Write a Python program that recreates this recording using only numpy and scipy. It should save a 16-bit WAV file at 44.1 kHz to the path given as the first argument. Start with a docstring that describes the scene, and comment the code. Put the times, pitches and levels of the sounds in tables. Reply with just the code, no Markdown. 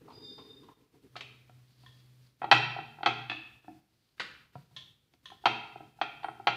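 """A wooden board tips and clacks on a counter while dough is rolled: decaying modes plus a noise crack,
hard knocks hop twice. A rolling pin drops, hands thud and pick, and the dough is slapped down twice, popping
trapped air. Dough drags and strokes hiss as shaped noise; a bangle clinks, a thin tick and a faint squeal
sound, and a low hum comes and goes over quiet noise. Sparse decaying reflections make a hard, small kitchen."""
import sys
import numpy as np
from scipy import signal
from scipy.fft import rfft, irfft
from scipy.io import wavfile
from scipy.ndimage import uniform_filter1d, minimum_filter1d

SR = 44100
rng = np.random.default_rng(int(sys.argv[2]) if len(sys.argv) > 2 else 0)


def generate_wav(signal):
    """Clip the signal to [-1, 1] and save it as 16-bit WAV at the path in sys.argv[1]."""
    frames = np.transpose(np.atleast_2d(signal))
    scaled = np.clip(frames, -1, 1) * 32767
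    pcm = np.round(scaled).astype(np.int16)
    wavfile.write(sys.argv[1], SR, pcm)


N = 289296
TIME = np.arange(N) / SR  # s


BOUNCE_ABOVE_DB = -11
HOP_S, HOP_SHRINK = 0.0085, 0.88  # first hop, ratio of each next hop
HOP_LOSS_DB, HOP_BRIGHT_DB = 5.5, -6  # loss grows with hop number; treble offset


def with_bounces(rows, count=2):
    """After a hard knock the board hops and lands again, each time sooner, weaker and duller."""
    contacts = []
    for s, db, bright_db in rows:
        contacts.append((s, db, bright_db))
        if db > BOUNCE_ABOVE_DB:
            for k in range(count):
                s = s + HOP_S * HOP_SHRINK ** k
                hop_db = db - HOP_LOSS_DB * (k + 1) ** 1.3
                contacts.append((s, hop_db, bright_db + HOP_BRIGHT_DB))
    return contacts


LEAN_FROM_S, LEAN_DB, LEAN_HZ = 4.4, -2.5, 277


def leaned_on(board):
    """Once the dough is turned, hands lean on the board and trim its bass."""
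    damped = causal(board, lambda hz: LEAN_DB / (1 + (hz / LEAN_HZ) ** 6))
    return np.where(TIME < LEAN_FROM_S, board, damped)


# Board tipping onto the counter. Each row: start in seconds, level in dB, brightness in dB.
BOARD_KNOCKS = [(2.417, -22, -24), (2.43, -24, -19), (2.442, -16, -19.5), (2.486, -29.5, -49.5),
                (2.5135, 2, -1.5), (2.763, -24, -37), (2.787, -23, -29), (2.986, -35, -33),
                (3.007, -32, -62), (3.031, -19, -13), (3.06, -7, -5.5), (5.318, -36.5, -42),
                (5.439, -32, -42), (5.4562, -5, -4), (5.757, -29.5, -65), (5.804, -34, -66),
                (5.988, -41, -39), (6.0138, -11.5, -6.5), (6.232, -32, -9), (6.244, -18, -19.5),
                (6.284, -23, -23), (6.398, -31, -54), (6.4708, -7, -4)]
# Board modes. Each row: frequency in Hz, level in dB, t60 in seconds.
BOARD_MODES = [(122, -30.5, 0.46), (149, -33.5, 0.44), (230.7, -38, 1), (318, -18.5, 0.086),
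               (416, -18.5, 0.024), (704.5, 0, 0.029), (806.4, 4.5, 0.031), (1017, -13.5, 0.041),
               (1302.6, -9.5, 0.1), (1384, -3.5, 0.027), (1572, -7.5, 0.05), (1918, -8.5, 0.056),
               (2230, -9, 0.016), (2580, -10, 0.032), (3158, -6, 0.05), (3310, -10, 0.045),
               (3860, -12.5, 0.04), (4460, -13.5, 0.05)]
# Faint lingering modes of board and counter. Each row: frequency in Hz, level in dB.
LINGERING_MODES = [(425, -30), (705, -29), (786, -24.5), (1394, -22), (2309, -27)]
LINGER_T60_S = 0.43
# Crack spectrum of wood contacts. Each row: frequency in Hz, level in dB.
WOOD_CRACK_COLOUR = [(100, -35), (350, -13), (550, -8), (800, 5), (1500, 0), (3400, -2), (4500, -2.5),
                     (5100, -16), (5700, -17.5), (7000, -29), (10000, -44), (15000, -62)]
# Peaks and dips of the wood's echo. Each row: frequency in Hz, width in Hz, gain in dB.
WOOD_ECHO_PEAKS = [(1130, 67, -7.5), (1330, 93, 1.5), (2630, 440, 8), (2910, 180, -9.5), (4350, 200, -6)]


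def board_knocks():
    """Board impacts excite damped and lingering modes; hard ones rebound."""
    modes = BOARD_MODES + [(hz, db, LINGER_T60_S) for hz, db in LINGERING_MODES]
    knocks = strikes(with_bounces(BOARD_KNOCKS), modes, WOOD_CRACK_COLOUR, db=-11.0, crack_db=1.5,
                     crack_t60_s=0.05, rise_s=0.00037, soft_hz=1510, room_db=6.5, peaks=WOOD_ECHO_PEAKS)
    return leaned_on(knocks)


# Pin dropping off the board edge and settling. Each row: start in seconds, level in dB, brightness in dB.
ROLLING_PIN_DROPS = [(3.298, -22.5, -1), (3.316, -24.5, -10), (3.645, -48.5, -29.5), (3.681, -35, -56)]
# Pin modes. Each row: frequency in Hz, level in dB, t60 in seconds.
PIN_MODES = [(322.6, -6.5, 0.14), (730, 5, 0.033), (896, 1.5, 0.015), (1320, -2.5, 0.022),
             (1773, 6.5, 0.042), (2220, 3, 0.02), (2590, 15.5, 0.03), (3460, 7.5, 0.019)]


def pin_drops():
    """The pin's short wooden modes ring with an abrupt crack."""
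    return strikes(ROLLING_PIN_DROPS, PIN_MODES, WOOD_CRACK_COLOUR, db=-8, crack_db=-6,
                   crack_t60_s=0.067, rise_s=0.0001, soft_hz=1340, room_db=9.5)


# Dough sheet on the board. Each row: start in seconds, level in dB, brightness in dB, trapped-air pitch in Hz.
DOUGH_SLAPS = [(1.156, -31.5, -15, 1280), (1.1639, -26.5, -4, 730), (1.178, -51, -18, 2840),
               (1.2079, -26.5, -5.5, 2300), (4.18, -48, -8.5, 1620), (4.197, -20.5, -5.5, 1960),
               (4.203, -19.5, -9, 1457), (4.217, -29, -5, 1264)]
# Smack spectrum. Each row: frequency in Hz, level in dB.
SLAP_COLOUR = [(100, -32), (330, -0.5), (550, -4.5), (1400, 6.5), (2400, 11.5), (4500, 9.5), (5600, -3),
               (9000, -17), (14000, -38)]
POCKET_T60_S = 0.032


def dough_slaps():
    """Each part of the sheet lands with a smack and pops the air pocket under it."""
    out = np.zeros(N)
    for s, db, bright_db, pocket_hz in DOUGH_SLAPS:
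        pocket = [(pocket_hz, 0, POCKET_T60_S)]
        out += strikes([(s, db, bright_db)], pocket, SLAP_COLOUR, db=-13.0, crack_db=7,
                       crack_t60_s=0.053, rise_s=0.00049, soft_hz=1270, room_db=8)
    return out


# Ring after a slap. Each row: start in seconds, level in dB, first Hz, Hz approached, noise width in Hz.
SLAP_RING_GLIDES = [(1.215, -53, 2600, 2347, 190), (4.199, -47.5, 1938, 1195, 430)]


def slap_rings(glide_s, t60_s):
    """A noise-modulated resonance sinks in pitch as it fades."""
    out, t = np.zeros(N), np.arange(SR // 2) / SR
    for s, db, first_hz, last_hz, width_hz in SLAP_RING_GLIDES:
        hz = last_hz + (first_hz - last_hz) * np.exp(-t / glide_s)
        carrier = np.sin(2 * np.pi * np.cumsum(hz) / SR)
        ring = unit(wander(width_hz)[:len(t)] * carrier)
        add(out, s, amp(db - 60 * t / t60_s) * ring)
    return out


# Hands and pin on dough. 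Each row: start in seconds, level in dB, brightness in dB.
DOUGH_THUDS = [(0.944, -56, -59), (1.495, -47, -19), (1.835, -52.5, -15), (4.554, -33.5, -28.5),
               (4.711, -51, -68), (5.137, -51.5, -2)]
# Board modes damped by hand and dough. Each row: frequency in Hz, level in dB, t60 in seconds.
DAMPED_MODES = [(128, -2, 0.089), (470, -13.5, 0.013), (726, -0.5, 0.088), (960, -1.5, 0.049),
                (1350, -6.5, 0.093)]
# Pat spectrum. Each row: frequency in Hz, level in dB.
PAT_COLOUR = [(80, -15), (300, 1), (1200, -10.5), (2500, -3.5), (4500, -4), (7000, -20.5), (14000, -49)]


def dough_thuds():
    """Soft contacts drive the damped board modes."""
    return strikes(DOUGH_THUDS, DAMPED_MODES, PAT_COLOUR, db=-6.5, crack_db=8,
                   crack_t60_s=0.023, rise_s=0.00061, soft_hz=1458, room_db=4.0)


# Dough sliding on the board. Each row: start in seconds, length in seconds, level in dB.
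DOUGH_PEEL = [(0, 0.45, -51), (.44, 0.24, -55), (.755, 0.11, -57), (.925, 0.027, -54), (1.025, 0.028, -55),
              (1.13, 0.22, -63.5)]
PEEL_RISE_S, PEEL_FADE_DB_PER_S = 0.016, 172
# Slide spectrum. Each row: frequency in Hz, level in dB.
SLIDE_COLOUR = [(40, -32), (130, 4.5), (200, -4), (280, 8), (360, -1), (440, 7.5), (580, -19),
                (1000, -19.5), (3000, -28), (6000, -83)]
# Hand and pin over floured dough. Each row: start in seconds, length in seconds, level in dB.
FLOUR_STROKES = [(.04, 0.44, -65), (1.64, 0.36, -64.5), (2.17, 0.11, -66.5), (3.86, 0.29, -67),
                 (4.5, 0.15, -69), (5.22, 0.23, -69.5)]
STROKE_RISE_S, STROKE_FADE_DB_PER_S = 0.074, 89
# Soft stroke hiss. Each row: frequency in Hz, level in dB.
STROKE_COLOUR = [(500, -1.5), (1500, -1.5), (2600, 1), (3500, 4.5), (4700, 9), (5600, -2.5), (8000, -10.5),
                 (14000, -13)]


def rubbing():
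    """Dough drags in uneven slips; hands and pin hiss over flour: noise of wandering level."""
    slips = unit(noise(SLIDE_COLOUR) * amp(2.7 * wander(47)))
    drag = envelope(DOUGH_PEEL, PEEL_RISE_S, PEEL_FADE_DB_PER_S) * slips
    hiss = unit(noise(STROKE_COLOUR) * amp(1.9 * wander(60)))
    roll = envelope(FLOUR_STROKES, STROKE_RISE_S, STROKE_FADE_DB_PER_S) * hiss
    return amp(-4.5) * drag + amp(-6.5) * roll


# Fingers picking at dough. Each row: start in seconds, level in dB, brightness in dB.
FINGER_PICKS = [(0.077, -43.5, -30), (0.1, -46, -10), (0.378, -43.5, -12), (0.63, -51.5, 0),
                (0.683, -44, -14)]
# Scuff spectrum. Each row: frequency in Hz, level in dB.
SCUFF_COLOUR = [(200, -44), (730, 4), (1030, 11), (1300, 1), (1600, -8.5), (4500, -0.5), (14000, -45)]


def finger_picks():
    """Fingers scuff with slow-rising noise and no modes."""
    return strikes(FINGER_PICKS, [], SCUFF_COLOUR, db=-13.5, crack_db=0,
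                   crack_t60_s=0.064, rise_s=0.01, soft_hz=1510, room_db=12.5)


# Bangle contacts. Each row: start in seconds, level in dB, brightness in dB.
BANGLE_CLINKS = [(1.8625, -40.5, -19), (4.764, -30.5, -8.5), (5.2565, -32.5, -8.5), (5.302, -39, -20)]
# Bangle modes. Each row: frequency in Hz, level in dB, t60 in seconds.
BANGLE_MODES = [(1041, -19, 0.083), (1810, -12.5, 0.047), (3320, -3, 0.072), (3520, -7, 0.0094),
                (6300, -15.5, 0.027), (9950, -22.5, 0.047)]
# Clink spectrum. Each row: frequency in Hz, level in dB.
CLINK_COLOUR = [(300, -19), (1200, -10.5), (2500, -4.5), (3400, 14), (5200, -3.5), (6400, -7.5),
                (8000, -22), (14000, -41)]


def bangle_clinks():
    """The struck bangle rings in short modes under a bright crack."""
    return strikes(BANGLE_CLINKS, BANGLE_MODES, CLINK_COLOUR, db=-12.0, crack_db=4,
                   crack_t60_s=0.1, rise_s=0.00045, soft_hz=1470, room_db=10)


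# Thin tick as the pin turns back. Each row: start in seconds, length in seconds, level in dB.
HIGH_TICKS = [(6.237, 0.02, -73.5)]


def tick(hz, width_hz, fade_db_per_s):
    """Fast pitch wander turns a very high tone into a short sizzle."""
    return envelope(HIGH_TICKS, 0.002, fade_db_per_s) * tone(hz, waver_hz=width_hz, rate_hz=width_hz)


# Squeal in four pushes. Each row: start in seconds, length in seconds, lower tone in dB, upper tone in dB.
SQUEAL_PUSHES = [(.118, 0.12, -68, -62), (.222, 0.093, -51.5, -55.5), (.365, 0.029, -55.5, -62),
                 (.477, 0.115, -61, -76)]
SQUEAL_HZ = (3637, 4884)
SQUEAL_RISE_S, SQUEAL_FADE_DB_PER_S = 0.018, 300


def squeal(rough_db, room_db):
    """Two rough friction tones and a faint octave; the room rings on after each push."""
    low_hz, high_hz = SQUEAL_HZ
    out = np.zeros(N)
    for hz, column, db in ((low_hz, 2, 0), (high_hz, 3, 0), (2 * low_hz, 2, -31)):
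        voice = unit(tone(hz, waver_hz=22, rate_hz=90) * amp(rough_db * wander(90)))
        gain = envelope(SQUEAL_PUSHES, SQUEAL_RISE_S, SQUEAL_FADE_DB_PER_S, column)
        out += amp(db) * gain * voice
    return out + amp(room_db) * signal.fftconvolve(out, kitchen())[:N]


# Low hum and its three swells. Each row: start in seconds, length in seconds, level in dB.
HUM_SWELLS = [(1.08, 1.2, -63), (1.49, 0.065, -57), (1.76, 0.38, -63), (2.17, 0.025, -58.5)]
HUM_HZ, HUM_RISE_S, HUM_FADE_DB_PER_S = 125.3, 0.036, 98
# Quiet kitchen spectrum. Each row: frequency in Hz, level in dB.
FLOOR_COLOUR = [(20, -18), (45, -3), (68, 8.5), (85, 0.5), (110, 10.5), (170, 1), (300, -1), (700, -12),
                (4500, -14), (7000, -21), (15000, -22)]
FLOOR_DB = -67.5


def background():
    """A slightly wavering low sine over the kitchen's steady noise."""
    hum = envelope(HUM_SWELLS, HUM_RISE_S, HUM_FADE_DB_PER_S) * tone(HUM_HZ, waver_hz=0.69, rate_hz=25)
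    return hum + amp(FLOOR_DB) * noise(FLOOR_COLOUR)


# Echo spectrum. Each row: frequency in Hz, level in dB.
ROOM_COLOUR = [(100, -0.5), (230, 5.5), (335, 5.5), (520, -1), (750, -6), (1100, -4), (1800, -3), (2700, 2),
               (4500, 0), (12000, 6.5)]
# Echo decay. Each row: frequency in Hz, t60 in seconds.
ROOM_DECAY = [(100, 2), (300, 0.49), (800, 0.76), (2600, 0.71), (4500, 0.67), (9000, 0.4)]


def kitchen(peaks=()):
    """Sparse random reflections die band by band, coloured by the source's peaks and dips."""
    taps = rng.choice([-1., 1.], SR) * (rng.random(SR) < 6000 / SR)  # 6000 reflections/s
    hz, t, bands = signal.stft(taps / np.linalg.norm(taps), SR, nperseg=1024)
    peaks_db = sum(db / (1 + (2 * (hz - f) / width) ** 2) for f, width, db in peaks)
    colour_db = read(ROOM_COLOUR, hz) + peaks_db
    decay = amp(-60 * t / read(ROOM_DECAY, hz)[:, None])
    tail = signal.istft(bands * amp(colour_db)[:, None] * decay, SR, nperseg=1024)[1][:SR]
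    t = np.arange(SR) / SR
    onset = 1 - np.exp(-(t / 0.0071) ** 2)
    near_walls = 1 + 1.1 * np.exp(-t / 0.02)
    return tail * onset * near_walls


def blow(modes, colour, bright_db, crack_db, crack_t60_s, rise_s, soft_hz):
    """One contact: ringing modes and a dense crack; a softer contact loses treble."""
    t = np.arange(SR // 2) / SR
    swell = 1 - np.exp(-t / rise_s)
    grains = rng.choice([-1., 1.], len(t)) * swell * amp(-60 * t / crack_t60_s)
    crack = causal(grains, lambda hz: read(colour, hz))
    sound = amp(crack_db + 0.34 * bright_db) * crack / attack_rms(crack)  # gentle touch hardly cracks
    if modes:
        ring = np.zeros(len(t))
        for k, (hz, db, t60_s) in enumerate(modes):
            # spot struck and hand pressure shift each mode
            hz = hz * (1 + 0.0018 * rng.standard_normal())
            db = db + 2.4 * rng.standard_normal()
            ring += (-1) ** k * amp(db - 60 * t / t60_s) * np.sin(2 * np.pi * hz * t)
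        sound = sound + ring / attack_rms(ring)
    return causal(sound, lambda hz: bright_db * np.minimum(np.log1p((hz / soft_hz) ** 2) / 1.97, 1.3))


def strikes(rows, modes, colour, db, crack_db, crack_t60_s, rise_s, soft_hz, room_db, peaks=()):
    """Blows on one object; each lands on another spot, so part of its echo is its own."""
    out, shared_echo = np.zeros(N), kitchen(peaks)
    for s, blow_db, bright_db in rows:
        sound = blow(modes, colour, bright_db, crack_db, crack_t60_s, rise_s, soft_hz)
        sound = amp(db + blow_db) * sound / attack_rms(sound)
        add(out, s, sound)
        echo = (shared_echo + 2 * kitchen(peaks)) / np.sqrt(5)
        add(out, s, amp(room_db) * signal.fftconvolve(sound, echo))
    # small objects radiate no deep bass
    return signal.sosfilt(signal.butter(5, 100, "high", fs=SR, output="sos"), out)


def attack_rms(x):
    """Strength of the first 6 ms."""
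    return np.sqrt(np.mean(x[:round(0.006 * SR)] ** 2) + 1e-20)


def envelope(rows, rise_s, fade_db_per_s, column=2):
    """Gain over time: rows rise, hold for their length and fade; overlaps add in power."""
    power = np.zeros(N)
    for row in rows:
        age_s = TIME - row[0]
        fade_db = fade_db_per_s * np.maximum(age_s - row[1], 0)
        power += (np.clip(age_s / rise_s, 0, 1) * amp(row[column] - fade_db)) ** 2
    return np.sqrt(power)


def tone(hz, waver_hz, rate_hz):
    """A sine of rms 1 whose pitch wavers."""
    return np.sqrt(2) * np.sin(2 * np.pi * np.cumsum(hz + waver_hz * wander(rate_hz)) / SR)


def wander(hz):
    """Random motion with a Gaussian spectral roll-off at the given rate, rms 1."""
    rolloff = np.exp(-(np.fft.rfftfreq(N, 1 / SR) / hz) ** 2)
    return unit(irfft(rfft(rng.standard_normal(N)) * rolloff, N))


def noise(colour, size=N):
    """Noise with the given spectrum, rms 1."""
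    gain = amp(read(colour, np.fft.rfftfreq(size, 1 / SR)))
    return unit(irfft(rfft(rng.standard_normal(size)) * gain, size))


def causal(x, gain_db, size=2048):
    """Minimum-phase filter whose gain in dB is a function of frequency."""
    log_gain = np.log(amp(gain_db(abs(np.fft.fftfreq(size, 1 / SR)))))
    taps = np.fft.ifft(np.exp(np.conj(signal.hilbert(log_gain)))).real
    return signal.fftconvolve(x, taps[:size // 2])[:len(x)]


def read(points, hz):
    """Interpolates a spectrum table on a log-frequency axis."""
    f, value = np.transpose(points)
    return np.interp(np.log(hz + 1), np.log(f), value)


def add(mix, s, sound):
    """Mixes a sound in at time s."""
    part = mix[max(round(s * SR), 0):][:len(sound)]
    part += sound[:len(part)]


def amp(db):
    """Decibels to gain."""
    return 10 ** (np.asarray(db) / 20)


def unit(x):
    """Scales to rms 1."""
    return x / np.sqrt(np.mean(x ** 2) + 1e-20)


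def scene():
    """All sources at one microphone."""
    wood = board_knocks() + pin_drops()
    dough = dough_slaps() + slap_rings(glide_s=0.26, t60_s=0.67) + dough_thuds() + rubbing()
    small = finger_picks() + bangle_clinks() + tick(hz=9200, width_hz=650, fade_db_per_s=123)
    small += squeal(rough_db=3.0, room_db=8.5)
    return (wood + dough + small + background())[None]


def suppress(x, threshold_db, knee_db, depth_db):
    """A noise suppressor turns the sound down when its short-term power falls under a threshold."""
    power_db = 10 * np.log10(abs(uniform_filter1d(x ** 2, size=2200)) + 1e-12)
    closed = 0.5 - 0.5 * np.tanh((power_db - threshold_db) / knee_db)
    return x * amp(-depth_db * uniform_filter1d(closed, size=600))


def limit(x, ceiling):
    """A quick limiter turns the hardest peaks down smoothly."""
    needed = ceiling / np.maximum(abs(x), ceiling)
    return x * uniform_filter1d(minimum_filter1d(needed, size=200), size=200)


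HISS_DB, EDGE_HZ = -90.5, 15600


def record(dry):
    """Noise suppression, electronic hiss, limiter and band limit."""
    wet = suppress(dry, threshold_db=-62.5, knee_db=2.5, depth_db=8.5)
    wet = wet + amp(HISS_DB) * rng.standard_normal(N)
    wet = limit(wet, ceiling=0.82)
    lowpass = signal.firwin(511, EDGE_HZ, window=("kaiser", 9), fs=SR)
    return signal.oaconvolve(wet, lowpass[None], "same")


dry = scene()
out = record(dry)
generate_wav(out)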